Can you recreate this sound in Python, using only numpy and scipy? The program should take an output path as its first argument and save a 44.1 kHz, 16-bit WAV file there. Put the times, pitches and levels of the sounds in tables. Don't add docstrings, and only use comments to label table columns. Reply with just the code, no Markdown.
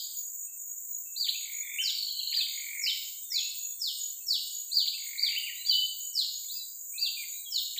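import sys
import numpy as np
from scipy import signal
from scipy.fft import rfft, irfft, next_fast_len
from scipy.io import wavfile
from scipy.ndimage import uniform_filter1d

SR = 44100
rng = np.random.default_rng(int(sys.argv[2]) if len(sys.argv) > 2 else 0)


def to_wav(s):
    ch = np.atleast_2d(s).T
    pcm = np.round(np.clip(ch, -1, 1) * 32767)
    wavfile.write(sys.argv[1], SR, pcm.astype(np.int16))


N = 343715
LEAD_S = .25

# time_s, pitch_hz, relative_level_db
ARCH_SHAPE = [(0, 3358, -34.5), (.008, 4150, -7.5), (.022, 4693, -7), (.042, 4860, -3.5), (.062, 4535, 0),
              (.088, 3760, -5.5), (.112, 3100, -14), (.13, 2860, -22.5)]
FALL_SHAPE = [(0, 5966, -8.5), (.008, 5800, -15), (.018, 5510, -5), (.037, 4888, -2), (.064, 4177, 0),
              (.092, 3459, -7.5), (.108, 3048, -16), (.125, 2887, -22)]
# start_s, level_db, pitch_factor, length_factor
ARCH_NOTES = [(-.125, -30, 1.026, 0.95), (1.156, -29, .99, 0.97), (2.306, -27, 1.004, 1.12),
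              (4.711, -24.5, 1, 1), (5.174, -26, 0.999, 1), (5.643, -26, 0.99, 0.96),
              (6.974, -28, .99, 0.96)]
FALL_NOTES = [(1.812, -29, 0.99, 0.99), (2.815, -28, 0.98, 1), (3.299, -27.5, 0.98, 1),
              (3.796, -28.5, 0.98, 1), (4.263, -27, 0.98, 0.99), (6.133, -28.5, 0.98, 0.96),
              (7.504, -29.5, 0.97, 0.96)]

# frequency_hz, relative_level_db
CHORUS_SPECTRUM = [(5000, -45.5), (5500, -36.5), (6000, -24.5), (6500, -7.5), (7100, 0.5), (7600, -4),
                   (8000, -6.5), (8400, -17), (9500, -26.5), (11300, -35), (12200, -24.5), (13000, -11),
                   (14300, -2), (15600, -9)]
CHORUS_DB = -42.5
# start_s, length_s, level_db
BURSTS_7K = [(0.019, 0.072, -43), (0.118, 0.2, -41), (0.332, 0.15, -43.5), (0.507, 0.043, -45),
             (0.569, 0.19, -43), (0.751, 0.053, -49), (0.867, 0.17, -41.5), (1.116, 0.065, -47.5),
             (1.196, 0.037, -45.5), (1.25, 0.055, -42.5), (1.328, 0.143, -40.5), (1.51, 0.13, -40.5),
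             (1.725, 0.03, -40), (1.762, 0.18, -41.5), (2.282, 0.031, -44), (2.484, 0.16, -40),
             (2.774, 0.125, -42.5), (3.31, 0.22, -41.5), (3.536, 0.23, -40), (3.984, 0.15, -40.5),
             (4.289, 0.069, -48), (4.516, 0.21, -40.5), (4.804, 0.043, -59), (4.975, 0.15, -43.5),
             (5.66, 0.033, -41.5), (5.985, 0.12, -45.5), (6.182, 0.039, -47), (6.298, 0.21, -43.5),
             (6.52, 0.03, -46.5), (6.785, 0.038, -48), (6.838, 0.1, -47.5), (7.088, 0.031, -44.5),
             (7.278, 0.074, -42), (7.547, 0.055, -43), (7.649, 0.036, -45), (7.729, 0.031, -45)]
BURSTS_8K = [(0.276, 0.037, -52), (0.404, 0.101, -53), (0.571, 0.063, -53), (1.397, 0.037, -56),
             (1.713, 0.149, -48), (2.493, 0.029, -55), (2.539, 0.037, -51), (2.654, 0.161, -51),
             (3.465, 0.109, -53), (3.934, 0.075, -51), (4.067, 0.035, -55), (4.297, 0.029, -53),
             (4.464, 0.079, -52), (4.672, 0.073, -55), (4.947, 0.031, -53), (5.057, 0.043, -53),
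             (5.211, 0.047, -53), (5.269, 0.035, -54), (5.402, 0.059, -53), (5.871, 0.063, -51),
             (6.027, 0.033, -56), (6.174, 0.053, -52), (6.256, 0.039, -55), (6.582, 0.029, -55),
             (6.625, 0.041, -54), (6.891, 0.095, -49), (7.152, 0.111, -51), (7.34, 0.125, -53),
             (7.499, 0.033, -54), (7.601, 0.031, -56)]
BURSTS_8K5 = [(0.27, 0.035, -56), (1.753, 0.065, -54), (2.762, 0.039, -55), (3.173, 0.039, -57),
              (3.81, 0.041, -54), (3.973, 0.031, -57), (4.069, 0.047, -53), (4.468, 0.071, -57),
              (6.915, 0.067, -55), (7.164, 0.037, -57), (7.352, 0.051, -54)]
BURSTS_13K = [(4.321, 0.03, -44)]
BURSTS_15K = [(0.16, 0.059, -43), (0.336, 0.029, -51), (0.871, 0.061, -43), (0.968, 0.058, -46),
              (2.421, 0.043, -45), (3.193, 0.059, -49), (3.542, 0.053, -50), (3.644, 0.065, -50),
              (4.762, 0.047, -45), (4.83, 0.065, -49), (5.141, 0.053, -46), (5.702, 0.069, -40),
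              (5.961, 0.043, -44), (6.494, 0.113, -42), (7.601, 0.067, -43)]

# frequency_hz, relative_level_db
HISS_SPECTRUM = [(20, -3.5), (120, -4.5), (650, -9), (1500, -12), (3000, -14), (4500, -13), (5500, -6.5),
                 (6500, -29.5)]
HISS_DB = -75.5

# start_s, length_s, first_pitch_hz, last_pitch_hz,
# settling_time_s, level_db, level_change_db, random_waver_hz
SETTLING_WHISTLES = [(0.341, .16, 4374, 4400, .05, -65.5, 0.5, 71),
                     (0.894, 0.096, 4080, 4095, .03, -60, -2, 23),
                     (1.616, .24, 3570, 3540, 0.056, -49, -7, 64),
                     (1.795, 0.054, 1950, 1480, .02, -46.5, -16, 20),
                     (1.835, 0.033, 2990, 3114, 0.0057, -25.5, -8, 8.3),
                     (2.071, 0.34, 3198, 2985, .2, -40, -4, 90),
                     (2.363, .04, 2503, 1510, .012, -41, -24, 20),
                     (3.21, 0.14, 3570, 3720, 0.075, -60.5, 5, 54),
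                     (3.311, 0.174, 1770, 2670, 0.032, -41.5, -3, 34.6),
                     (3.45, .3, 4320, 4470, 0.09, -50, -18, 52),
                     (3.652, .2, 3490, 3550, 0.053, -60, -5.5, 43),
                     (4.205, 0.11, 4300, 4410, .02, -59.5, 7, 54),
                     (5.28, .075, 2400, 2900, .035, -38.5, 3, 33),
                     (5.552, 0.089, 3470, 4066, 0.014, -41, -2.5, 45),
                     (6.429, 0.042, 2070, 2303, 0.0091, -50, -6, 110),
                     (6.92, 0.15, 2164, 2746, 0.04, -46, 7.5, 6.8),
                     (7.317, .13, 3660, 3905, 0.012, -40, -18, 54),
                     (7.441, 0.15, 3490, 2860, 0.082, -44.5, 1, 51)]
# start_s, length_s, level_db
FAINT_PEEPS = [(0.466, 0.1, -62.5), (1.055, 0.16, -59.5), (4.202, 0.085, -61.5), (4.69, 0.097, -62.5),
               (6.551, 0.076, -57.5)]
PEEP_HZ, PEEP_FADE_DB = 2643, -10

# time_s, pitch_hz, relative_level_db
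DROP_NOTE = [(0, 3510, -13), (.005, 2360, -11), (0.011, 1895, -30.5), (0.021, 1775, -30)]
FLICK_NOTE = [(0.017, 2770, -4), (0.025, 3914, 2.5), (.032, 4400, 0)]
PEEP_NOTE = [(0.072, 2370, -20.5), (.085, 2610, -19), (.095, 2620, -3.5)]
# start_s, level_db, flick_level_db
PHRASE_STARTS = [(1.266, -25, -24), (2.321, -23, -23.5), (4.857, -27.5, -26), (7.758, -28.5, -26.5)]
# start_s, length_s, level_db, closing_length_s, closing_level_db
LOW_TRILLS = [(1.407, .378, -29, 0.044, -24.5), (2.464, .401, -27, 0.067, -28),
              (4.976, .385, -28.5, 0.027, -26)]
# share_of_length, middle_pitch_hz, relative_level_db, upward_sweep_hz
LOW_TRILL_SHAPE = [(0, 2256, -18.5, 500), (.32, 2186, -9, 550), (0.998, 2250, -1, 595)]
# share_of_length, middle_pitch_hz, relative_level_db, upward_sweep_hz
HIGH_TRILL_SHAPE = [(0, 4496, 0, 800), (.4, 4274, -2, 800), (1, 4180, -3.5, 800)]
# share_of_period, share_of_sweep, relative_level_db
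TRILL_BEAT = [(0, -0.8, -20), (0.17, -0.097, -1.5), (0.501, .35, -5)]
LOW_BEATS_PER_S, HIGH_BEATS_PER_S = 45.6, 49
HIGH_OFFBEAT_DB = -11
# time_s, pitch_hz, level_db
WINDING_WHISTLES = [
    [(5.395, 2784, -31), (5.42, 3090, -38.5), (5.437, 2837, -31), (5.46, 2780, -41), (5.478, 2400, -35.5),
     (5.495, 1980, -40.5), (5.525, 1882, -52.5)],
    [(5.665, 3510, -40), (5.69, 3350, -43), (5.715, 2993, -29.5), (5.79, 3003, -27), (5.862, 2998, -33)],
    [(6.48, 3300, -40), (6.51, 4140, -38.5), (6.535, 4920, -38), (6.575, 4844, -37.5), (6.588, 4400, -43),
     (6.6, 3964, -40.5), (6.64, 3900, -48)],
    [(7.165, 2510, -44), (7.21, 2390, -39.5), (7.25, 2030, -49)],
]

# start_s, pitch_hz, level_db
PLOPS = [(1.745, 263, -65), (2.66, 300, -68.5)]
# start_s, length_s, level_db
BREEZE_PUFFS = [(3.744, 0.22, -80), (6.288, 0.31, -73)]

KNEE_DB, KNEE_SLOPE, KNEE_HOLD_S, KNEE_TOP_HZ = -71.5, 0.57, 0.015, 5350
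TOP_HZ = 15460


def undb(db):
    return 10 ** (np.asarray(db) / 20)


def level(x, db):
    return x * undb(db) / np.sqrt(np.mean(x ** 2))


def colour(x, points):
    size = next_fast_len(len(x))
    hz, db = np.transpose(points)
    axis = np.log(np.arange(size // 2 + 1) * SR / size + 1)
    gain = undb(np.interp(axis, np.log(hz), db, right=-99))
    return irfft(rfft(x, size) * gain, size)[:len(x)]


def walk(rate, size=N):
    k = int(SR / rate)
    steps = np.repeat(rng.standard_normal(size // k + 1), k)
    return 1.4 * uniform_filter1d(steps, k)[:size]


def new_track():
    return np.zeros(N + int(LEAD_S * SR))


def flutter(track, spread_db, rate):
    return track * undb(spread_db * walk(rate, size=len(track)))


def add(out, rows, start=0., db=0., pitch=1, edge_s=0.0027, warble_hz=0.):
    s, hz, row_db = np.transpose(rows)
    t = np.arange(s[0], max(s[-1], s[0] + .002), 1 / SR)
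    from_edge_s = np.minimum(t - t[0], t[-1] - t)
    edge = np.sin(np.pi / 2 * np.clip(from_edge_s / edge_s, 0, 1)) ** 2
    waver = warble_hz * walk(199.2, size=len(t))
    tone = np.sin(2 * np.pi * np.cumsum(pitch * np.interp(t, s, hz) + waver) / SR)
    i = int((start + s[0] + LEAD_S) * SR)
    loudness = np.sqrt(2) * undb(db + np.interp(t, s, row_db))
    note = (loudness * edge * tone)[:len(out) - i]
    out[i:i + len(note)] += note


def near_bird():
    near = new_track()
    for shape, notes in ((ARCH_SHAPE, ARCH_NOTES), (FALL_SHAPE, FALL_NOTES)):
        for s, db, pitch, stretch in notes:
            add(near, np.array(shape) * [stretch, 1, 1], s, db, pitch, warble_hz=24.8)
    return flutter(near, 2.1, 150.0)


def trees(dry, direct_db):
    t = np.arange(int(1.2 * SR)) / SR
    path = 0
    for t60, db, rise_s in ((0.76, -1, 0.0026), (0.031, -2, .001)):
        scatter = rng.standard_normal(len(t)) * undb(-60 * t / t60) * (1 - np.exp(-t / rise_s))
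        path = path + scatter * undb(db) / np.sqrt(np.sum(scatter ** 2))
    path[0] = undb(direct_db)
    return signal.fftconvolve(dry, path)[int(LEAD_S * SR):][:N]


def chorus():
    size_db = 1.0 * walk(300) + 0.7 * walk(16) + .3 * walk(2.64)
    scrapes = rng.standard_normal(N) * undb(size_db)
    return level(colour(scrapes, CHORUS_SPECTRUM), CHORUS_DB)


def stridulate(hz, rate, depth, waver_hz):
    stroke = np.cos(2 * np.pi * np.cumsum(rate * (1 + 0.1495 * walk(13))) / SR)
    tone = np.sin(2 * np.pi * np.cumsum(hz + waver_hz * walk(60)) / SR)
    return level(tone * (1 + depth * stroke) * undb(2.8 * walk(30)), 0)


def bursts(rows, chirr_db, patchy_db):
    gate = undb(chirr_db + patchy_db * np.clip(walk(25), -3, 1.2))
    for s, length, db in rows:
        i, n = int(s * SR), int(max(length, .01) * SR)
        gate[i:i + n] += (undb(db) * signal.windows.tukey(n, .4))[:N - i]
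    return gate


def single_insects():
    cricket = bursts(BURSTS_7K, -57.5, 6.0) * stridulate(6798, 51, 0.56, 22.1)
    lower = bursts(BURSTS_8K, -61.5, 6.5) * stridulate(8150, 21.0, .6, 25.0)
    upper = bursts(BURSTS_8K5, -66.0, 6.0) * stridulate(8490, 21.0, .6, 25.0)
    high = bursts(BURSTS_13K, -67.5, 7.8) * stridulate(12920, 45.0, .4, 17.0)
    top = bursts(BURSTS_15K, -54.0, 4.1) * stridulate(15190, 45.0, .4, 20.0)
    return cricket + lower + upper + high + top


def hiss():
    return level(colour(rng.standard_normal(N), HISS_SPECTRUM), HISS_DB)


def glide(length, first_hz, last_hz, settle_s, change_db):
    t = np.linspace(0, length, 24)
    hz = last_hz + (first_hz - last_hz) * np.exp(-t / max(settle_s, .001))
    return np.transpose([t, hz, change_db * t / length])


def settling_whistles(echoing):
    for s, length, first_hz, last_hz, settle_s, db, change_db, warble_hz in SETTLING_WHISTLES:
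        rows = glide(length, first_hz, last_hz, settle_s, change_db)
        add(echoing, rows, s, db, edge_s=0.018, warble_hz=warble_hz)


def faint_peeps(track):
    for s, length, db in FAINT_PEEPS:
        rows = [(0, PEEP_HZ, 0), (length, PEEP_HZ, PEEP_FADE_DB)]
        add(track, rows, s, db, warble_hz=12.4)


def phrases(clear, echoing):
    for s, db, flick_db in PHRASE_STARTS:
        add(echoing, DROP_NOTE, s, db, warble_hz=30.0)
        add(clear, FLICK_NOTE, s, flick_db, warble_hz=58.0)
        add(clear, PEEP_NOTE, s, db, warble_hz=58.0)


def trill(out, shape, start, length, level_db, rate, offbeat_db=0.):
    share, hz, db, sweep = np.transpose(shape)
    chance = rng.standard_normal((24, 3))
    for k, s in enumerate(np.arange(0, length, 1 / rate)[:len(chance)]):
        late, size, sharp = chance[k]
        middle_hz, beat_db, sweep_hz = (np.interp(s / length, share, col) for col in (hz, db, sweep))
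        beat = np.array(TRILL_BEAT) * [1 / rate, sweep_hz, 1] + [0, middle_hz, beat_db]
        this_db = level_db + offbeat_db * (k % 2) + size
        add(out, beat, start + s + 0.00087 * late, this_db, 1 + 0.012 * sharp)


def low_trills(track):
    for s, length, db, close_s, close_db in LOW_TRILLS:
        trill(track, LOW_TRILL_SHAPE, s, length, db, LOW_BEATS_PER_S)
        closing = glide(close_s, 2480, 3113, 0.0078, -5.5)
        add(track, closing, s + length, close_db, warble_hz=8.8)


def plops():
    t = np.arange(N) / SR
    return sum(undb(db) * np.exp(-((t - s) / 0.0078) ** 2) * np.sin(2 * np.pi * hz * t)
               for s, hz, db in PLOPS)


def high_trill(echoing):
    trill(echoing, HIGH_TRILL_SHAPE, 1.943, .38, -18.5, HIGH_BEATS_PER_S, HIGH_OFFBEAT_DB)


def breeze():
    puffs, t = np.zeros(N), np.arange(N) / SR
    for s, length, db in BREEZE_PUFFS:
        puffs += undb(db) * np.interp(t, [s, s + 0.022, s + length], [0, 1, 0])
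    rumble = level(colour(rng.standard_normal(N), [(20, -10), (90, 13), (200, -2), (500, -51)]), 0)
    return puffs * rumble


def winding_whistles(track):
    for rows in WINDING_WHISTLES:
        add(track, rows, warble_hz=24.4, edge_s=.006)


def other_birds():
    clear, echoing = new_track(), new_track()
    settling_whistles(echoing)
    faint_peeps(clear)
    phrases(clear, echoing)
    low_trills(clear)
    high_trill(echoing)
    winding_whistles(clear)
    return flutter(clear, 1.2, 90.0), flutter(echoing, 2.5, 70.0)


def suppress(x):
    hop = 128
    hz, _, bins = signal.stft(x, SR, nperseg=512, noverlap=512 - hop)
    keep = np.exp(-hop / SR / KNEE_HOLD_S)
    now = np.abs(bins) ** 2
    smooth = signal.lfilter([1 - keep], [1, -keep], uniform_filter1d(now, size=3, axis=0), axis=1)
    power = np.maximum(smooth, now)
    knee_db = KNEE_DB + 3.0 * np.log2(np.clip(hz, 2000, 6000) / 2800)[:, None]
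    gain = (power ** 2 / (power ** 2 + undb(4.045 * knee_db))) ** KNEE_SLOPE
    gain[hz > KNEE_TOP_HZ] = 1
    return signal.istft(bins * gain, SR, nperseg=512, noverlap=512 - hop)[1][:N]


def scene():
    near = near_bird()
    clear, echoing = other_birds()
    birds = trees(near, -6.5) + undb(-5.5) * trees(clear, 0.34) + undb(-6.0) * trees(echoing, -6.0)
    return (birds + chorus() + single_insects())[None]


def record(dry):
    heard = suppress(dry[0]) + hiss() + plops() + breeze()
    top_cut = signal.ellip(14, .3, 80, TOP_HZ, fs=SR, output="sos")
    return signal.sosfilt(top_cut, heard)[None]


dry = scene()
out = record(dry)
to_wav(out)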